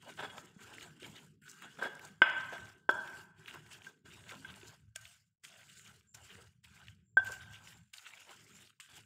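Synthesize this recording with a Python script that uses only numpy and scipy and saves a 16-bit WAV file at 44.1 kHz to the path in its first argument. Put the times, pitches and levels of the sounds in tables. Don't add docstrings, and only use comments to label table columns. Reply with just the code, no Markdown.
import sys
import numpy as np
from scipy import signal
from scipy.fft import rfft, irfft, next_fast_len
from scipy.io import wavfile
from scipy.ndimage import uniform_filter1d, map_coordinates

SR = 44100
rng = np.random.default_rng(int(sys.argv[2]) if len(sys.argv) > 2 else 0)


def convert_level_to_amplitude(level_db):
    exponent = np.asarray(level_db, float) / 20
    return 10 ** exponent


def unload_wav(signal):
    wavfile.write(
        sys.argv[1],
        SR,
        np.round(np.clip(np.atleast_2d(signal).T, -1, 1) * 32767).astype(np.int16),
    )


N = 399105

# pitch_hz, level_db, t60_s (time to die away by 60 dB)
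THUD_MODES = [(397, 1, 0.0078), (651, 4, 0.012), (850, 6.5, 0.011), (984, 7.5, 0.014), (1318, 2, 0.03)]
RING_MODES = [(1542, 5, 0.019), (1560, -18.5, 0.35)]
UPPER_MODES = [(1750, -12.5, 0.06), (2110, -2.5, 0.037), (2907, -2.5, 0.026), (2500, -10, 0.04),
               (5030, -22, 0.071)]
TOP_MODES = [(7430, 0.64, .06), (9300, -2, 0.028)]
RIM_MODES = [(3336, -6, 0.1), (3385, -5.5, 0.051)]
# opens_s, opening_time_s, starts_closing_s, closing_db_per_s, share the echo feels
GATE_STROKES = [(0.0, 0.03, 0.44, 125, .4), (0.573, 0.037, 0.87, 60, .4), (0.999, 0.021, 1.243, 194, .6),
                (1.412, .008, 2.082, 140, .3), (2.22, 0.002, 2.69, 140, .45),
                (2.891, 0.0022, 3.22, 224, .05), (3.33, 0.063, 3.9, 205, .5),
                (4.039, 0.018, 4.725, 148, .5), (4.948, 0.01, 5.14, 197, .6),
                (5.419, 0.021, 5.955, 170, .6), (6.138, 0.0088, 6.45, 187, .6),
                (6.631, 0.014, 6.9, 174, .6), (7.169, 0.0016, 7.77, 159, .25),
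                (7.931, 0.0065, 8.66, 229.5, .6), (8.799, 0.0016, 8.99, 202, .6)]
# squelch_db, fizz_db, dull_scrape_db, bowl_ring_db, opening_burst_db
STROKE_LEVELS = [(-65.5, -68, -78, -70.5, -79), (-65, -66.5, -64, -67, -62), (-68, -67.5, -67, -77, -55),
                 (-68, -68, -88, -66, -62), (-65.5, -68, -71.5, -67.5, -72),
                 (-68.5, -64.5, -61.5, -76, -52), (-68.5, -71, -72, -69, -80),
                 (-68, -67.5, -70, -72.5, -84), (-67, -65, -84, -76, -52), (-69.5, -67.5, -83, -72, -68),
                 (-67, -68, -74, -75, -51.5), (-68, -72, -82.5, -70.5, -50),
                 (-68.5, -71, -69.5, -75, -66.5), (-66, -67, -76, -82, -45.5), (-65, -66, -80, -71, -49.5)]


def unit(x):
    return x / np.sqrt(np.mean(x ** 2) + 1e-20)


def along(points, hz):
    f, v = np.transpose(points)
    return np.interp(np.log(hz + 1), np.log(f + 1), v)


def wobble(rate):
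    knots = rng.standard_normal(int(N * rate / SR) + 4)
    return map_coordinates(knots, [np.arange(N) * rate / SR], order=1)


def filtered(x, response):
    m = next_fast_len(N + SR // 2)
    return irfft(rfft(x, m) * response(np.fft.rfftfreq(m, 1 / SR)), m)[:N]


def clock():
    return np.arange(0, N + 32, 32) / SR


def smooth(gain):
    return np.interp(np.arange(N) / SR, clock(), gain)


def patchy(x, depth_db, bins=8, frames=10):
    z = signal.stft(x, nperseg=512)[2]
    field = uniform_filter1d(rng.standard_normal(z.shape), size=bins, axis=0)
    field = uniform_filter1d(field, size=frames, axis=1)
    return signal.istft(z * convert_level_to_amplitude(depth_db * unit(field)), nperseg=512)[1][:N]


def grit(spike_db, clump_db, clump_rate):
    size = convert_level_to_amplitude(spike_db * rng.exponential(size=N) + clump_db * wobble(clump_rate))
    return rng.standard_normal(N) * size


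def crunch(hz, spread, cycles, count):
    when, pitch, size = rng.random(count), rng.standard_normal(count), rng.exponential(size=count)
    f = np.clip(hz * np.exp(spread * pitch), 900, 15000)[:, None]
    k = np.arange(200)
    grain = np.exp(-k * f / SR / cycles) * np.sin(2 * np.pi * f * k / SR)
    grain = convert_level_to_amplitude(4.5 * np.minimum(size, 3))[:, None] * grain
    place = (when * N).astype(int)[:, None] + k
    return unit(np.bincount(place.ravel(), grain.ravel(), N + 200)[:N])


def ringing(modes, t, scatter_db=0):
    swing = rng.standard_normal(len(modes)) * scatter_db
    return sum(convert_level_to_amplitude(db + d - 60 * t / t60) * np.sin(2 * np.pi * hz * t)
               for (hz, db, t60), d in zip(modes, swing))


def rub(drive, modes):
    answer = ringing(modes, np.arange(SR // 8) / SR)
    return signal.fftconvolve(drive, answer / np.linalg.norm(answer))[:N]


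def closing():
    opens, takes, holds, rate, _ = np.transpose(GATE_STROKES)
    t = clock()
    k = np.maximum(np.searchsorted(opens, t, "right") - 1, 0)
    since = t - opens[k]
    reached_db = np.clip(rate * (np.append(opens[1:], N / SR) - holds), 0, 45)
    left_db = reached_db[k - 1] * np.clip(1 - since / takes[k], 0, 1)
    return -np.clip(rate[k] * (t - holds[k]), 0, 45) - left_db, k, since


def gate():
    shut_db, k, since = closing()
    rows = np.array(GATE_STROKES)
    still_opening = since < rows[k, 1]
    return convert_level_to_amplitude(rows[k - still_opening, 4] * shut_db)


def effort(steady_db, rows, rise, fall):
    t, (s, *peak_db) = clock(), np.transpose(rows)[..., None]
    slope = np.where(t < s, -rise, fall)
    peaks = np.sum(convert_level_to_amplitude(2 * (peak_db - slope * (t - s))), axis=1)
    return np.sqrt(convert_level_to_amplitude(2 * steady_db) + peaks)


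def grit_gains():
    # start_s, scrape_db, ring_db
    bites = [(0.097, -55, -56), (0.379, -56.5, -71), (.6, -64, -54), (.84, -58, -70), (1.064, -57, -63),
             (1.657, -58, -52), (1.95, -66, -65), (2.051, -54.5, -53.5), (2.676, -71, -69),
             (3.549, -56.5, -53.5), (4.06, -67, -56), (4.334, -55.5, -66), (4.65, -67, -66),
             (5.45, -75.5, -69), (5.89, -75, -76), (6.15, -69, -65.5), (6.39, -65, -69), (6.81, -75.5, -63),
             (7.3, -52.5, -81), (7.7, -75.5, -72), (8.312, -59.5, -73), (8.63, -69.5, -82.5),
             (8.991, -69, -74)]
    shut_db, k, _ = closing()
    steady_db = np.array(STROKE_LEVELS)[k, 2:4].T
    scrape, ring = effort(steady_db, bites, rise=243, fall=350)
    return scrape * convert_level_to_amplitude(2.8 * shut_db), ring * convert_level_to_amplitude(shut_db)


def pulp_gains():
    # start_s, squelch_db, fizz_db
    pushes = [(.092, -57.5, -60.5), (.21, -49.5, -65), (.39, -65, -59), (0.632, -57, -58.5),
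              (.74, -54, -62.5), (.83, -59, -60), (1.046, -52.5, -59.5), (1.17, -58, -62),
              (1.631, -54, -65), (1.84, -58, -58), (2.055, -60, -59.5), (2.4, -51.5, -68),
              (2.53, -54.5, -63), (3.488, -51, -58.5), (3.547, -57.5, -59.5), (3.724, -58, -57),
              (3.853, -64, -60.5), (4.135, -52, -64.5), (4.299, -52, -56.5), (4.5, -53.5, -65),
              (4.559, -60.5, -59), (4.67, -60.5, -58.5),
              (5.447, -56.5, -56), (5.53, -61, -70), (5.61, -59.5, -67), (5.701, -63, -71),
                   (5.79, -67, -62), (5.876, -60.5, -63), (6.25, -64, -65.5), (6.311, -55.5, -72),
                   (6.42, -70, -67.5), (6.761, -59.5, -63.5), (7.269, -56.5, -55), (7.331, -52, -54.5),
                   (7.42, -56.5, -65.5), (7.545, -57, -63.5), (7.683, -59, -58.5), (8.068, -52, -62.5),
                   (8.15, -56.5, -67), (8.207, -58.5, -59.5), (8.315, -53.5, -62), (8.45, -68, -72),
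                   (8.617, -61.5, -61), (8.97, -61.5, -61)]
    shut_db, k, since = closing()
    steady = np.array(STROKE_LEVELS)[k].T
    burst = convert_level_to_amplitude(steady[4] - 710 * since)
    gains = effort(steady[:2], pushes, rise=460, fall=270)
    return [np.hypot(g, burst) * convert_level_to_amplitude(shut_db) for g in gains]


def leg_gains():
    # start_s, shake_db, lean_to_deep_db, upper_rattle_db
    load = [(0, -64.5, 4, -2), (.2, -64.5, -1.5, 1.5), (1.02, -58, 0, -2), (1.55, -65.5, -9.5, -8.5),
            (2.301, -60, 0.5, 1), (3.8, -64.5, -0.5, -2), (3.97, -70, -9, 0.5), (4.1, -63.5, 10, 6),
            (4.66, -59.5, -3, -2.5), (4.96, -66, 10, -19), (5.37, -82, 5, -5), (5.499, -69, -5, -11),
            (6.15, -67, 10, -3.5), (6.75, -66, 6.5, -15.5), (7.17, -60, 8.5, 5), (7.8, -66, 8.5, -10.5),
            (8.05, -84, 4, 0), (8.38, -69.5, 0.5, 1)]
    # start_s, lightest_s, back_s, level_db
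    slump = (8.64, 8.77, 8.92, -13)
    t, (s, *cols) = clock(), np.transpose(load)
    shake_db, lean_db, rattle_db = [np.interp(t, s, c) for c in cols]
    shake_db = shake_db + np.interp(t, slump[:3], [0, slump[3], 0])
    shut_db = closing()[0]
    deep = convert_level_to_amplitude(shake_db - 2.5 + lean_db + 0.29 * shut_db)
    middle = convert_level_to_amplitude(shake_db - 2 + 0.24 * shut_db)
    upper = convert_level_to_amplitude(shake_db - 6 - lean_db + 0.4 * shut_db)
    return deep, middle, np.hypot(upper * convert_level_to_amplitude(rattle_db), convert_level_to_amplitude(-7) * grit_gains()[0])


def sizzle():
    # start_s, peak_db, length_s
    hisses = [
        (6.067, -72, 0.17),
        (7.036, -84.5, 0.2),
        (7.682, -74.5, 0.23),
    ]
    band = filtered(rng.standard_normal(N), lambda hz: np.exp(-((hz - 7350) / 260) ** 2))
    t, swell = np.arange(N) / SR, np.zeros(N)
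    for s, db, length in hisses:
        shape_db = np.interp((t - s) / length, [0, .2, 1, 1.1], [-8, 3.0, -16.5, -63.0], left=-60)
        swell += convert_level_to_amplitude(db + shape_db)
    return swell * unit(band)


def kitchen(x):
    # pitch_hz, t60_s
    room_t60 = [(300, 0.29), (800, 0.93), (1500, 0.85), (3300, 0.76), (6000, 0.93)]
    out, step = np.zeros(N + 2 * SR), SR // 2
    for start in range(0, N, step):
        hz, t, z = signal.stft(rng.standard_normal(SR * 2 // 3), SR, nperseg=256)
        fade = convert_level_to_amplitude(-60 * t / along(room_t60, hz)[:, None]) * (1 - np.exp(-t / 0.0018))
        tail = signal.istft(z * fade, SR, nperseg=256)[1]
        echo = signal.fftconvolve(x[start:start + step], tail / np.linalg.norm(tail))
        out[start:start + len(echo)] += echo
    return out[:N]


def hollowed(x):
    # start_s, length_s, level_db, low_hz, top_hz
    hollows = [(0.87, 0.048, -1, 420, 1800), (1.398, 0.06, -16, 320, 1400), (1.45, 0.15, -17, 415, 770),
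               (1.71, 0.049, 3, 450, 1200), (3.196, 0.25, -12, 420, 624), (4.95, .1, -14, 210, 680),
               (5.05, 0.16, -8, 270, 630), (5.42, 0.051, -5, 500, 1120), (5.67, 0.16, -12, 730, 1160),
               (6.63, 0.11, -8.5, 480, 790), (6.84, .25, -4, 770, 1200), (7.93, 0.098, -11.5, 190, 630),
               (8.42, .15, 0, 450, 1100), (8.788, 0.098, -16, 220, 1000), (5.002, 0.13, 14, 594, 710),
               (5.5, 0.13, 15, 530, 780), (5.44, 0.079, 7, 310, 410), (5.764, 0.24, 7, 350, 490),
               (5.86, 0.13, 4, 560, 890), (6.25, .14, 4.5, 810, 650), (6.3, .16, 9.5, 338, 500),
               (6.772, .2, 7.5, 720, 680), (7.93, .1, 5.5, 650, 610), (8.58, 0.091, 7.5, 490, 880),
               (8.886, 0.11, 5.5, 520, 890), (2.2, 0.23, -1.5, 330, 480), (2.852, .2, 2, 370, 480.3),
               (1.78, 0.12, 7, 310, 500), (3.33, .14, -10, 130, 320), (8.92, .15, 12, 36, 110),
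               (4.76, 0.14, 9.5, 240, 360), (1.41, 0.051, -10, 3300, 7200), (2.8, 0.24, -11, 1730, 2840),
               (2.93, .3, 0.5, 620, 900), (2.14, 0.12, -6, 60, 370), (0.54, 0.042, 6, 3300, 10000),
               (4.86, .12, -8, 400, 600), (6.9, .22, -8, 380, 620), (7.72, .2, -8, 380, 620)]
    hz, t, z = signal.stft(x, SR, nperseg=1024)

    def inside(v, lo, hi, edge):
        return np.clip(np.minimum(v - lo, hi - v) / edge + .5, 0, 1)

    cut_db = 0
    for s, length, db, lo, hi in hollows:
        in_pitch = inside(hz, lo, hi, 55)[:, None]
        in_time = inside(t, s, s + length, 0.013)
        cut_db = cut_db + db * in_pitch * in_time
    return signal.istft(z * convert_level_to_amplitude(cut_db), SR, nperseg=1024)[1][:N]


def table():
    # pitch_hz, width_hz, level_db
    table_modes = [(75.2, 22, -7), (108, 14, -3), (147, 22, 1.5), (193.5, 31, -3), (256, 39, -14),
                   (382.5, 92, -13)]
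    # start_s, peak_db, pitch_hz
    bumps = [
        (0.564, -44.5, 190),
        (1.023, -46.5, 364),
        (4.046, -51, 120),
        (4.632, -48, 374),
    ]
    t, out = np.arange(SR // 10) / SR, np.zeros(N)
    shake = patchy(rng.standard_normal(N), depth_db=4.5, bins=1, frames=12)
    groups = table_modes[:2], table_modes[2:4], table_modes[4:]
    for gain, modes in zip(leg_gains(), groups):
        shape = lambda hz: sum(convert_level_to_amplitude(db) * np.exp(-((hz - c) / w) ** 2) for c, w, db in modes)
        out += smooth(gain) * unit(filtered(shake, shape))
    for s, db, hz in bumps:
        out[round(s * SR):][:len(t)] += ringing([(hz, db, .06)], t)
    return out


def pulp():
    # pitch_hz, level_db per Hz
    squelch_color = [(350, -60), (710, -30), (1200, -9), (1550, 0), (1680, -6), (2560, -6.5), (2860, 0),
                     (3800, -8.5), (4940, -47.5), (8360, -120)]
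    # pitch_hz, level_db per Hz
    fizz_color = [(700, -60), (2240, -26.5), (3800, -6), (4600, -1.5), (5940, -5), (7240, 1.5),
                  (10500, -12), (11500, -15.5), (13000, -12), (13800, -15.5), (14600, -10), (15800, -22)]
    squelch, fizz = map(smooth, pulp_gains())
    surge = convert_level_to_amplitude(2.0 * wobble(40))
    low = surge * grit(spike_db=3.2, clump_db=3.0, clump_rate=110)
    low = filtered(low, lambda hz: convert_level_to_amplitude(along(squelch_color, hz)))
    high = surge * grit(spike_db=2.5, clump_db=2.5, clump_rate=120)
    high = filtered(high, lambda hz: convert_level_to_amplitude(along(fizz_color, hz)))
    low = unit(patchy(low, depth_db=3.5, bins=4))
    low += convert_level_to_amplitude(-6.5) * crunch(hz=2450, spread=0.16, cycles=4.7, count=2500)
    high = unit(patchy(high, depth_db=3.0, bins=8))
    high += convert_level_to_amplitude(-9.5) * crunch(hz=7460, spread=0.23, cycles=1.8, count=2500)
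    return squelch * unit(low) + fizz * unit(high)


def pops():
    # start_s, peak_db, pitch_hz, treble_db
    skin_pops = [(0.024, -42.5, 2080, -25), (0.6158, -42, 2140, -16), (0.738, -39, 2850, -15.5),
                 (0.7822, -36, 1920, -26.5), (0.8091, -36, 3060, -19), (0.827, -36.5, 3100, -17),
                 (1.03, -54, 2830, -30), (1.164, -42, 3350, -21.5), (1.621, -35.5, 1984, -11.5),
                 (1.772, -42.5, 1932, -21.5), (4.9585, -29, 2546, -29), (1.9936, -37, 2070, -15.5),
                 (2.581, -33.5, 1880, -18.5), (2.6705, -45.5, 2920, -16.5), (2.9104, -35.5, 3200, -10.5),
                 (3.0753, -38, 2950, -19.5), (3.4798, -30.5, 2260, -20.5), (3.54, -35, 1690, -18),
                 (4.292, -33.5, 2780, -22), (4.351, -41, 3100, -21), (5.0535, -38, 2960, -23),
                 (5.4489, -33.5, 3100, -26), (6.3122, -50.5, 3200, -12), (6.8829, -37, 2630, -36.5),
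                 (7.2462, -42, 2770, 0), (7.2702, -34, 2220, -15.5), (7.938, -37, 3000, -22),
                 (7.982, -38, 3740, -21), (8.0604, -43, 3400, -25), (8.2922, -40.5, 3010, -18.5),
                 (8.7994, -39.5, 1970, -20)]
    # start_s, peak_db
    seeds = [
        (1.514, -39),
        (1.951, -44),
        (2.0497, -38.5),
        (6.1496, -43.5),
        (7.32, -35.5),
    ]
    # start_s, peak_db, pitch_hz
    more_pops = [(0.0758, -56, 2790), (0.175, -44, 2990), (0.191, -37, 2790), (0.2039, -38, 2960),
                 (0.226, -35.5, 2800), (0.3014, -45, 2770), (0.3802, -34, 2670), (0.5906, -48, 1835),
                 (1.0066, -49, 3030), (1.0291, -34.5, 2800), (1.478, -48, 2600), (1.5863, -45.5, 2540),
                 (1.7506, -57, 4500), (2.086, -50, 2600), (2.298, -42.5, 5500), (2.408, -44, 4500),
                 (2.443, -46.5, 4430), (2.6552, -49, 4970), (2.692, -48, 4500), (2.5267, -44, 1970),
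                 (2.5525, -40, 2810), (3.131, -41.5, 1820), (3.2038, -50, 3040), (3.4593, -41, 2750),
                 (3.6641, -46, 2790), (3.7125, -41.5, 2770), (3.8182, -41, 2600), (3.846, -46, 2600),
                 (4.2384, -46, 2800), (4.3196, -36.5, 2980), (4.6138, -42, 2760), (4.481, -47, 3000),
                 (4.502, -41, 3200), (4.54, -42, 3000), (4.6308, -43, 2800), (4.6808, -44, 6500),
                 (4.9596, -27, 7400), (5.1672, -62, 8100), (5.437, -49, 2580), (5.501, -48, 3310),
                 (5.6164, -49, 2800), (5.697, -47.5, 3030), (5.7947, -43.5, 2340), (5.8446, -52, 7490),
                 (5.863, -48.5, 2800), (6.353, -42, 2050), (6.648, -44, 3000), (6.8707, -43, 2760),
                 (7.3396, -50, 3020), (7.432, -51, 2780), (7.5338, -43, 2780), (7.562, -45.5, 3000),
                 (7.673, -40, 2800), (8.1354, -50, 2800), (8.1793, -45, 2390), (8.5664, -49, 7340),
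                 (8.673, -49, 3300), (8.99, -42, 2920)]
    events = skin_pops + [(s, db, 7140, -14.5) for s, db in seeds] + [(s, db, hz, -24) for s, db, hz in more_pops]
    out, t = np.zeros(N + SR), np.arange(SR // 40) / SR
    for s, db, hz, treble_db in events:
        spit = np.diff(rng.standard_normal(len(t) + 2), 2) / 2.0
        band = signal.butter(2, [hz / 1.5, min(hz * 1.236, SR / 2.2)], "band", fs=SR)
        pocket = signal.lfilter(*band, rng.standard_normal(len(t)))
        burst = convert_level_to_amplitude(8.0) * unit(pocket) + convert_level_to_amplitude(treble_db + 10) * spit
        fade = convert_level_to_amplitude(db - 13.5 - 60 * t / 0.016) * (1 - np.exp(-t / 0.00054))
        out[round(s * SR):][:len(t)] += fade * burst
    return out[:N]


def grind():
    # pitch_hz, width_hz, level_db below the ring
    grain_bands = [(2100, 80, -12), (2850, 100, -10), (3370, 80, -12.5)]
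    scrape, ring = map(smooth, grit_gains())
    contacts = unit(patchy(grit(spike_db=2.0, clump_db=2.0, clump_rate=54), depth_db=4))
    no_bass = signal.butter(4, 460, "high", fs=SR, output="sos")
    thin = signal.sosfilt(no_bass, rub(scrape * contacts, THUD_MODES[1:]))

    def shape(hz):
        return sum(convert_level_to_amplitude(db) * np.exp(-((hz - c) / w) ** 2) * np.sqrt(SR / w / 4.7) for c, w, db in grain_bands)

    bands = filtered(contacts, shape)
    return thin + rub(ring * contacts, RING_MODES[:1]) + ring * bands


def skids():
    # start_s, length_s, ring_db, thud_db, upper_db (the last two beside the ring)
    slides = [
        (0.174, 0.0085, -54, -6, -4),
        (0.183, 0.033, -45.5, 1.5, -7),
        (0.222, 0.041, -42.5, 0, -5.5),
        (0.294, 0.017, -60.5, -13, 7.5),
        (1.785, 0.023, -49.5, -1.5, -8),
        (1.81, 0.069, -39, -5, -14),
        (2.521, 0.019, -49.5, 3.5, -11),
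        (2.539, 0.033, -50, -3.5, -6),
    ]
    drive = np.zeros((3, N))
    for s, length, db, thud_db, upper_db in slides:
        swell = np.sin(np.linspace(0, np.pi, round(length * SR))) ** .5
        level_db = db + np.array([[0], [thud_db], [upper_db]])
        drive[:, round(s * SR):][:, :len(swell)] += convert_level_to_amplitude(level_db) * swell
    ring, thud, upper = drive * unit(grit(spike_db=-0.5, clump_db=-1.0, clump_rate=140))
    low = rub(ring, RING_MODES[:1]) + rub(thud, THUD_MODES)
    high = rub(upper, UPPER_MODES[1:] + RIM_MODES)
    return low + high + convert_level_to_amplitude(-17.5) * rub(upper, UPPER_MODES[-1:] + TOP_MODES)


def slaps():
    # start_s, level_db, pitch_hz, t60_s
    wall_modes = [(2.2187, -12, 2110, .012), (2.2186, -21, 370, .018), (2.2184, -16, 970, .016),
                  (2.2188, -14, 2907, .012), (2.2183, -20, 600, .015), (2.2186, -13, 1553, .013),
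                  (2.2186, -37, 4940, .01), (2.8911, -26.5, 596, 0.024), (2.8914, -25.5, 1330, 0.04),
                  (2.8911, -26, 403, 0.031), (2.8911, -28, 825, .025), (2.905, -32.5, 599, .03),
                  (7.1699, -28, 770.4, 0.026), (7.196, -40, 730, .045), (1.824, -37, 420, .05),
                  (1.83, -38, 550, .06), (1.85, -40, 430, .05), (2.527, -39, 677, 0.061),
                  (1.029, -49, 516, .03), (4.32, -47.5, 496, .04), (4.959, -49, 640, .03),
                  (7.172, -41, 1558, .7), (2.222, -39, 1556, 1.1)]
    out, t = np.zeros(N), np.arange(SR * 2 // 3) / SR
    for s, db, hz, t60 in wall_modes:
        push = ringing([(hz, db, t60)], t) * (1 - np.exp(-t / 0.00027))
        out[round(s * SR):][:len(t)] -= push
    return out


def bounce():
    # start_s, ring_db, thud_db, rim_db (the last two beside the ring)
    touch = (7.1955, -35, -2, -3)
    s, db, thud_db, rim_db = touch
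    out, t = np.zeros(N), np.arange(SR // 8) / SR
    ring = ringing([(1560, -1.7, .09)], t)
    ring += convert_level_to_amplitude(thud_db - 7.5) * ringing(THUD_MODES[1:4], t)
    ring += convert_level_to_amplitude(rim_db) * ringing(RIM_MODES[1:] + [(5350, -25.5, .04), (2800, -12, .04)], t)
    out[round(s * SR):][:len(t)] = convert_level_to_amplitude(db) * ring * (1 - np.exp(-t / 0.0011))
    return out


def knocks():
    # start_s, ring_db, thud_db, wall_db, echo_db (the last three beside the ring)
    blows = [
        (0.3809, -51, 6.5, -5, -6.5),
        (1.823, -31.5, -4, -13, -9.5),
        (2.2187, -15, -19, -9.5, -6),
        (2.8913, -15.5, -9, -21, -6.5),
        (3.8663, -42, -16, -16, -16),
        (4.3101, -46, -13, -4, -16),
        (4.4455, -36.5, -26, -10, -9.5),
        (4.959, -47.5, -32, -20.5, -7),
        (7.1699, -12.5, -17.5, -37.5, -13.5),
    ]
    # ring_hz, ring_t60_s, contact_s, high_mode_hz, high_mode_db below the ring
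    landings = [(1550, 0.032, 0.00087, 5030, -50), (1550, .05, 0.00086, 5030, -40),
                (1553, 0.079, 0.0003, 5020, -40), (1551, 0.038, 0.00093, 5362, -33.5),
                (1570, 0.059, 0.0014, 5030, -45), (1539, .043, 0.0013, 5030, -50),
                (1558, 0.048, .0025, 5030, -47), (1560, 0.054, 0.0012, 5030, -43),
                (1555, 0.066, 0.0017, 4900, -52.5)]
    out, t = np.zeros((2, N + SR)), np.arange(SR // 3) / SR
    below_rim = signal.cheby2(10, 50, 3750, fs=SR, output="sos")
    no_bass = signal.butter(2, 650, "high", fs=SR)
    for (s, db, thud_db, wall_db, echo_db), (hz, t60, contact, high_hz, high_db) in zip(blows, landings):
        onset = 1 - np.exp(-t / contact)
        ring = ringing([(hz, RING_MODES[0][1], t60)], t) * onset
        ring += convert_level_to_amplitude(high_db - 60 * t / .06) * np.sin(2 * np.pi * high_hz * t)
        ring += convert_level_to_amplitude(wall_db) * ringing(RING_MODES[1:], t)
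        ring += convert_level_to_amplitude(thud_db) * ringing(THUD_MODES, t, scatter_db=2)
        ring += convert_level_to_amplitude(wall_db) * ringing(UPPER_MODES, t, scatter_db=2)
        noise = signal.lfilter(*no_bass, rng.standard_normal(len(t)))
        crack = signal.sosfilt(below_rim, noise)
        crack_db = wall_db + np.array([[12], [22]]) - 60 * t / np.array([[.013], [.032]])
        ring = ring + convert_level_to_amplitude(crack_db) * crack
        ring += convert_level_to_amplitude(-6 + 0.55 * wall_db) * ringing(RIM_MODES, t)
        ring += convert_level_to_amplitude(-39.5) * ringing(TOP_MODES, t)
        level_db = db + np.array([[0], [echo_db]])
        out[:, round(s * SR):][:, :len(t)] += convert_level_to_amplitude(level_db) * ring * onset
    return out[:, :N]


def scene():
    thin = signal.butter(2, 280, "high", fs=SR, output="sos")
    blows, sent = signal.sosfilt(thin, -knocks())
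    chatter = signal.sosfilt(thin, skids())
    slap = signal.sosfilt(thin, slaps())
    echo = smooth(gate()) * kitchen(sent + convert_level_to_amplitude(-9.5) * chatter + convert_level_to_amplitude(-9) * slap)
    soft = hollowed(echo + grind() + pulp() + pops() + table())
    return (blows + slap + chatter + soft + sizzle() + bounce())[None]


def top_cut(x):
    return signal.sosfilt(signal.butter(12, 16300, fs=SR, output="sos"), x)


def record(dry):
    cut = lambda hz: (1j * hz / (1j * hz + 60)) ** 3 * (hz < 15720)
    x = filtered(dry[0], cut)
    power = np.abs(uniform_filter1d(x ** 2, size=300))
    heard = x * power / (power + convert_level_to_amplitude(-99) ** 2)
    return top_cut(heard[None])


dry = scene()
out = record(dry)
unload_wav(out)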